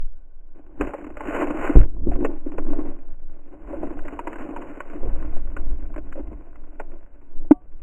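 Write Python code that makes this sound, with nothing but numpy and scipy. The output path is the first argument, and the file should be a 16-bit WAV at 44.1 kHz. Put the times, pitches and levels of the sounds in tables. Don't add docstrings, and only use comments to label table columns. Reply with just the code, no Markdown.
import sys
import numpy as np
from scipy import signal
from scipy.fft import rfft, irfft, next_fast_len
from scipy.io import wavfile
from scipy.ndimage import uniform_filter1d, map_coordinates

SR = 44100
rng = np.random.default_rng(int(sys.argv[2]) if len(sys.argv) > 2 else 0)


def unload_audio(sound):
    columns = np.transpose(np.atleast_2d(sound))
    steps = np.round(np.clip(columns, -1, 1) * 32767)
    wavfile.write(sys.argv[1], SR, steps.astype(np.int16))


N = 345203

# time_s, heave_db, buffet_db
PRESSURE_CURVE = [(0.06, -17, -52), (0.19, -32, -51), (0.55, -33.5, -54), (0.75, -35, -49),
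                  (0.82, -22.5, -29), (0.92, -39, -47), (1.35, -30.5, -42), (1.7, -27.5, -36),
                  (1.95, -19.5, -31), (2.12, -18.5, -23), (2.35, -22.5, -43.5), (2.66, -15, -45),
                  (2.82, -20, -39.5), (2.92, -23, -48.5), (3.5, -30, -52), (3.62, -38.5, -38.5),
                  (3.9, -20, -37), (4.12, -31, -44), (4.88, -31.5, -52), (5.03, -19.5, -38),
                  (5.075, -21, -22), (5.13, -15, -26), (5.4, -15.5, -29.5), (5.5, -24.5, -31),
                  (5.66, -11, -29), (5.85, -26, -27), (6.15, -25, -43), (6.3, -32.5, -29), (6.48, -34, -47),
                  (6.8, -24.5, -47.5), (7.2, -37.5, -49.5), (7.4, -15.5, -51), (7.58, -44, -42.5),
                  (7.8, -27, -45)]
# (relative, per Hz)
HEAVE_SPECTRUM = [(1, -13.5), (3, -12), (7, -1), (12, 4), (20, -14), (30, -43), (60, -69), (100, -120)]
# (relative, per Hz)
BUFFET_SPECTRUM = [(12, -46.5), (22, -2), (35, -3.5), (58, -8), (70, -19.5), (95, -27), (200, -31.5),
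                   (400, -67), (800, -120)]
# time_s, thud_db, scratch_db
RUB_CURVE = [(0.03, -73, -76.5), (0.535, -66.5, -76.5), (0.555, -48.5, -63), (0.6, -49.5, -63.5),
             (0.63, -55.5, -70.5), (0.79, -47.5, -64), (0.81, -27, -38.5), (0.9, -44.5, -46.5),
             (0.98, -44, -49.5), (1.06, -41.5, -55), (1.15, -50.5, -57), (1.25, -38, -42),
             (1.34, -36, -35.5), (1.5, -31.5, -43.5), (1.67, -39, -34.5), (1.8, -33, -44.5),
             (1.85, -33, -58), (1.89, -48.5, -74.5), (2.04, -36, -73.5), (2.07, -27, -69),
             (2.13, -33, -51.5), (2.19, -28, -63.5), (2.3, -29.5, -55.5), (2.41, -50, -61),
             (2.55, -35.5, -62.5), (2.73, -32.5, -54.5), (2.9, -32.5, -51.5), (2.94, -45, -62.5),
             (3.2, -56, -71), (3.55, -50, -65), (3.7, -41, -54.5), (3.84, -31.5, -51), (3.93, -42, -57),
             (4.3, -41.5, -50), (4.55, -38, -49), (4.9, -46.5, -50.5), (5.03, -34.5, -55.5),
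             (5.2, -41, -53), (5.45, -47.5, -58), (5.68, -41.5, -59), (5.9, -49, -66.5), (6.27, -43.5, -61),
             (6.5, -53.5, -62), (6.92, -49, -65.5), (7.03, -62.5, -66), (7.49, -45, -69.5),
             (7.56, -59.5, -77.5), (7.8, -60.5, -69)]
# start_s, level_db (relative), thud_db, edge_db (both against level_db),
# ring_hz, ring_db (against level_db)
TAP_EVENTS = [(0.81, -16, 0, -13, 419, -1.5), (0.87, -29, 5, -9.5, 566, -3),
              (0.935, -16.5, -25, -26, 550, -10), (1.044, -37, 0, -8.5, 598, -14.5),
              (1.066, -37, 4.5, -9, 611, -3), (1.101, -33, -2, -21.5, 610, -8),
              (1.169, -26, -13.5, -14.5, 600, -5), (1.206, -24.5, -13, -15.5, 870, -2),
              (1.47, -22, -5.5, -18.5, 513, -8), (1.504, -20.5, -5, -17.5, 542, -1.5),
              (1.542, -28.5, 2.5, -18.5, 550, -2), (1.594, -28.5, 3, -13.5, 553, -6),
              (1.693, -23, 7.5, -21, 525, -14), (1.757, -25, 17.5, -25.5, 463, 13),
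              (1.79, -34, 14, -9.5, 500, 2.5), (1.811, -32, -1, -8.5, 498, -1),
              (1.831, -36, -2, -10, 545, 5), (2.067, -37.5, 18.5, -33, 525, -20),
              (2.116, -29, -2, -17.5, 703, 0.5), (2.156, -33, 4, -20.5, 514, 0),
              (2.133, -33.5, -1.5, -17, 600, -9), (2.213, -34.5, 9, -29, 446, 0),
              (2.247, -13, -14, -15.5, 447, -2), (2.461, -38, 11, -30, 533, -3),
              (2.518, -31.5, -15, -18, 452, -12), (2.581, -20, -3, -21, 450, -9),
              (2.729, -26, -9.5, -23, 630, -6.5), (2.787, -28, 7, -27.5, 475, -17),
              (3.681, -41, 5, -25, 558, -6.5), (3.731, -28, -11.5, -38.5, 566, 2),
              (3.831, -23, -3.5, -30, 610, -2.5), (3.989, -38, -10.5, -8.5, 519, -6),
              (4.053, -30.5, -8, -18, 595, -6), (4.081, -33, -8.5, -3.5, 548, -7.5),
              (4.191, -26.5, -19.5, -9.5, 950, 5), (4.271, -23, -8.5, -9.5, 953, -2),
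              (4.329, -32.5, -4.5, -6, 610, -16), (4.357, -38.5, 5.5, -4, 625, -17),
              (4.411, -34.5, -5, -15.5, 935, -6), (4.563, -26, -14, -13, 943, 1),
              (4.62, -35, -6.5, -7, 930, -1), (4.804, -28.5, -12, -6.5, 1092, 0.5),
              (4.932, -31.5, -12, -20, 660, -6), (5.03, -30.5, 0.5, -29, 532, -3),
              (5.054, -27.5, -5.5, -30.5, 460, -4), (5.364, -33.5, -14.5, -22, 660, -6.5),
              (5.566, -32, -9, -6.5, 1445, 4), (5.94, -42, -11, -7, 1010, -7),
              (5.961, -32, 1, -14, 591, -5), (5.979, -33, -1, -14, 598, 4.5),
              (6.125, -42.5, -9, -1.5, 604, -9), (6.156, -39, -13, -17.5, 570, 8),
              (6.176, -40.5, -2, -31.5, 549, 12), (6.27, -40, 6.5, -19, 596, -6),
              (6.316, -44, 8.5, -22, 573, -1), (6.557, -47, 4, -9.5, 650, -15),
              (6.797, -21.5, -30, -19, 855, -11)]
# pitch_hz, width_hz, level_db
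HOUSING_MODES = [(297.3, 56.4, -0.5), (573.7, 33, -14), (356, 21, -8.5), (675, 24, -16.5),
                 (1060, 82, -18.5), (1473, 190, -20.5), (2043, 550, -27.5), (2530, 270, -30.5)]
# pitch_hz, level_db
WALL_RESPONSE = [(40, -63.5), (100, -19), (190, -26), (500, -25.5), (1200, -23.5), (3000, -46)]
# start_s, pitch_hz, level_db, t60_s
AIR_SWINGS = [(1.7545, 280, -6, .06), (1.7605, 43, 6, .2), (1.783, 95, -12, .2), (1.805, 6.5, -7, 1.6)]
# start_s, length_s, level_db
WALL_PUSH = (1.772, .036, 1)
# start_s, pitch_hz, level_db, rise_s (time constant), contact_s, t60_s
HARD_KNOCK = (7.5095, 296, 3, .0018, .009, .036)
# pitch_hz, level_db (before a random waver), t60_s
KNOCK_RINGS = [(619, -2.5, 0.019), (730, -40, 0.28), (1150, -53.5, 0.36), (580, -42.5, 0.2),
               (930, -53.5, 0.24)]
# pitch_hz, half_width_hz (at half amplitude), level_db
CIRCUIT_HISS = (1505, 22, -80)
# thud_db, rustle_db, scratch_db
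REST_LEVELS = [-72.5, -70.5, -86]
# pitch_hz, depth_db
GAIN_RIPPLE = (3900, -71)
# level_db, thud_db, edge_db, ring_hz, ring_db
CRUMB_SPREAD = [2.5, 3, 3, 40, 3]

LUMPS_DB = 2.8
RUSTLE_SHARE, RUSTLE_DB = 0.66, 3.5
TAP_RISE_S, TAP_T60_S = 0.00082, 0.048
DULL_DRAG, USUAL_EDGE_DB = .3, -16.5
CRUMBS_PER_S = 6
CRUMB_DB = 5
CRUMB_THUD_DB, CRUMB_EDGE_DB, CRUMB_RING_HZ, CRUMB_RING_DB = -2, -15, 566, -5.5
SLOW_RATE_HZ, BAND_HZ, TOP_HZ = 9600, 3060, 15600


def amp(db):
    return 10 ** (np.asarray(db) / 20)


def unit(x):
    return x / np.sqrt(np.mean(x ** 2) + 1e-20)


def along(points, hz):
    f, v = np.transpose(points)
    return np.interp(np.log(hz + .1), np.log(f + .1), v)


def curves(rows):
    s, *cols = np.transpose(rows)
    return [np.interp(np.arange(N) / SR, s, c) for c in cols]


def wobble(rate):
    knots = rng.standard_normal(int(N * rate / SR) + 4)
    return map_coordinates(knots, [np.arange(N) * rate / SR])


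def filtered(x, response):
    m = 2 * next_fast_len(N // 2 + SR)
    return irfft(rfft(x, m) * response(np.fft.rfftfreq(m, 1 / SR)), m)[..., :N]


def add(out, s, sound):
    part = out[round(s * SR):][:len(sound)]
    part += sound[:len(part)]


def housing(hz):
    power = amp(along(WALL_RESPONSE, hz)) ** 2
    for c, width, db in HOUSING_MODES:
        damping = (hz * width) ** 2
        mode = amp(db) ** 2 * damping / ((c * c - hz * hz) ** 2 + damping)
        power = power + mode * np.minimum(1, c / (hz + 1)) ** 2 * np.minimum(1, hz / c) ** 2
    cepstrum = irfft(np.log(power + 1e-12) / 2)
    cepstrum[1:len(cepstrum) // 2] *= 2
    cepstrum[len(cepstrum) // 2 + 1:] = 0
    return np.exp(rfft(cepstrum))


def thirds(drives):
    bands = [(430, "low"), ((430, 950), "band"), (950, "high")]
    parts = []
    for answer, (hz, kind) in zip(filtered(drives, housing), bands):
        sos = signal.butter(3, hz, kind, fs=SR, output="sos")
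        parts.append(signal.sosfilt(sos, answer))
    return np.array(parts)


def whine():
    pitch_hz, half_width_hz, level_db = CIRCUIT_HISS
    noise = rng.standard_normal(N)
    return amp(level_db) * unit(filtered(noise, lambda f: 1 / (1 + ((f - pitch_hz) / half_width_hz) ** 2)))


def still():
    parts = thirds(rng.standard_normal((3, N)))
    return sum(amp(db) * unit(part) for db, part in zip(REST_LEVELS, parts))


def wind():
    heave_db, buffet_db = curves(PRESSURE_CURVE)
    heave = filtered(rng.standard_normal(N), lambda hz: amp(along(HEAVE_SPECTRUM, hz)))
    local_power = uniform_filter1d(heave ** 2, 9000)
    heave = heave / np.sqrt(local_power + 2.0 * np.mean(heave ** 2))
    buffet = filtered(rng.standard_normal(N), lambda hz: amp(along(BUFFET_SPECTRUM, hz)))
    lumps = amp(LUMPS_DB * wobble(9)) * buffet
    return amp(heave_db) * unit(heave) + amp(buffet_db) * unit(lumps)


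def bowl_over():
    out, t = np.zeros(N), np.arange(2 * SR) / SR
    for s, hz, db, t60 in AIR_SWINGS:
        add(out, s, amp(db - 60 * t / t60) * np.sin(2 * np.pi * hz * t))
    s, length, db = WALL_PUSH
    add(out, s, -amp(db) * np.sin(np.pi * np.minimum(t / length, 1)))
    return out


def knock():
    out, crack, t = np.zeros(N), np.zeros(N), np.arange(2 * SR) / SR
    s, hz, db, rise, contact, t60 = HARD_KNOCK
    swell = 1 - np.exp(-t / rise)
    level = amp(db - 60 * np.maximum(t - contact, 0) / t60)
    add(out, s, -level * swell * np.sin(2 * np.pi * hz * t))
    for hz, db, t60 in KNOCK_RINGS:
        waver_db = 5.8 * wobble(40)[:len(t)]
        add(out, s, swell * amp(db - 60 * t / t60 + waver_db) * np.sin(2 * np.pi * hz * t))
    add(crack, s, amp(3 - 60 * t / .045) * swell * rng.standard_normal(len(t)))
    return out + filtered(crack, housing)


def rub_levels():
    thud_db, scratch_db = curves(RUB_CURVE)
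    rustle_db = RUSTLE_DB + thud_db + RUSTLE_SHARE * (scratch_db - thud_db)
    return np.array([thud_db, rustle_db, scratch_db])


def crumbs():
    count = int(CRUMBS_PER_S * N / SR)
    s = rng.random(count) * (N - 1) / SR
    mean = [CRUMB_DB, CRUMB_THUD_DB, CRUMB_EDGE_DB, CRUMB_RING_HZ, CRUMB_RING_DB]
    rows = mean + rng.standard_normal((count, 5)) * CRUMB_SPREAD
    rows[:, 0] += rub_levels()[1][(s * SR).astype(int)]
    return list(np.column_stack([s, rows]))


def taps():
    drives, rings, t = np.zeros((3, N)), np.zeros(N), np.arange(SR // 4) / SR
    for s, db, thud_db, edge_db, hz, ring_db in list(TAP_EVENTS) + crumbs():
        paced_t = t * amp(DULL_DRAG * (edge_db - USUAL_EDGE_DB))
        shape = amp(-60 * paced_t / TAP_T60_S) * (1 - np.exp(-paced_t / TAP_RISE_S))
        for drive, more_db in zip(drives, (thud_db, 0, edge_db)):
            add(drive, s, amp(db + more_db) * shape * rng.standard_normal(len(t)))
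        add(rings, s, amp(db + ring_db) * shape * np.sin(2 * np.pi * hz * t))
    return amp([30, 30, 44]) @ thirds(drives) + amp(3) * rings


def rub():
    levels_db = rub_levels()
    pace = amp(0.45 * (levels_db[2] + 52.0))
    starts = rng.random(N) < 350 * pace * amp(5 * wobble(30)) / SR
    sizes = amp(np.minimum(3.1 * rng.exponential(size=N), 13)) / np.sqrt(pace)
    hits = starts * sizes * amp(4.4 * rng.standard_normal((3, N)))
    fade = amp(-60 / (0.017 * SR))
    scrapes = signal.lfilter([1], [1, -fade], hits)
    hiss = 0.92 * amp(0.53 * wobble(5.5))
    slips = (unit(scrapes) + hiss) * rng.standard_normal((3, N))
    return sum(amp(db + 0.96 * wobble(9.8)) * unit(part) for db, part in zip(levels_db, thirds(slips)))


def scene():
    return (whine() + still() + wind() + bowl_over() + knock() + taps() + rub())[None]


def record(dry):
    clipped = dry / (1 + np.abs(dry / .99) ** 12) ** (1 / 12)
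    band = filtered(clipped, lambda hz: hz < BAND_HZ)[0]
    t = np.arange(N) / SR
    sparse_t = np.arange(int(N / SR * SLOW_RATE_HZ) + 2) / SLOW_RATE_HZ
    sparse = map_coordinates(band, [sparse_t * SR], mode="nearest")
    fine = np.interp(np.arange(3 * N) / (3 * SR), sparse_t, sparse)
    joined = signal.resample_poly(fine, 1, 3)
    ripple_hz, ripple_db = GAIN_RIPPLE
    joined = joined * (1 + amp(ripple_db) * np.sin(2 * np.pi * ripple_hz * t))
    return np.clip(filtered(joined, lambda hz: hz < TOP_HZ), -1, 1)[None]


dry = scene()
out = record(dry)
unload_audio(out)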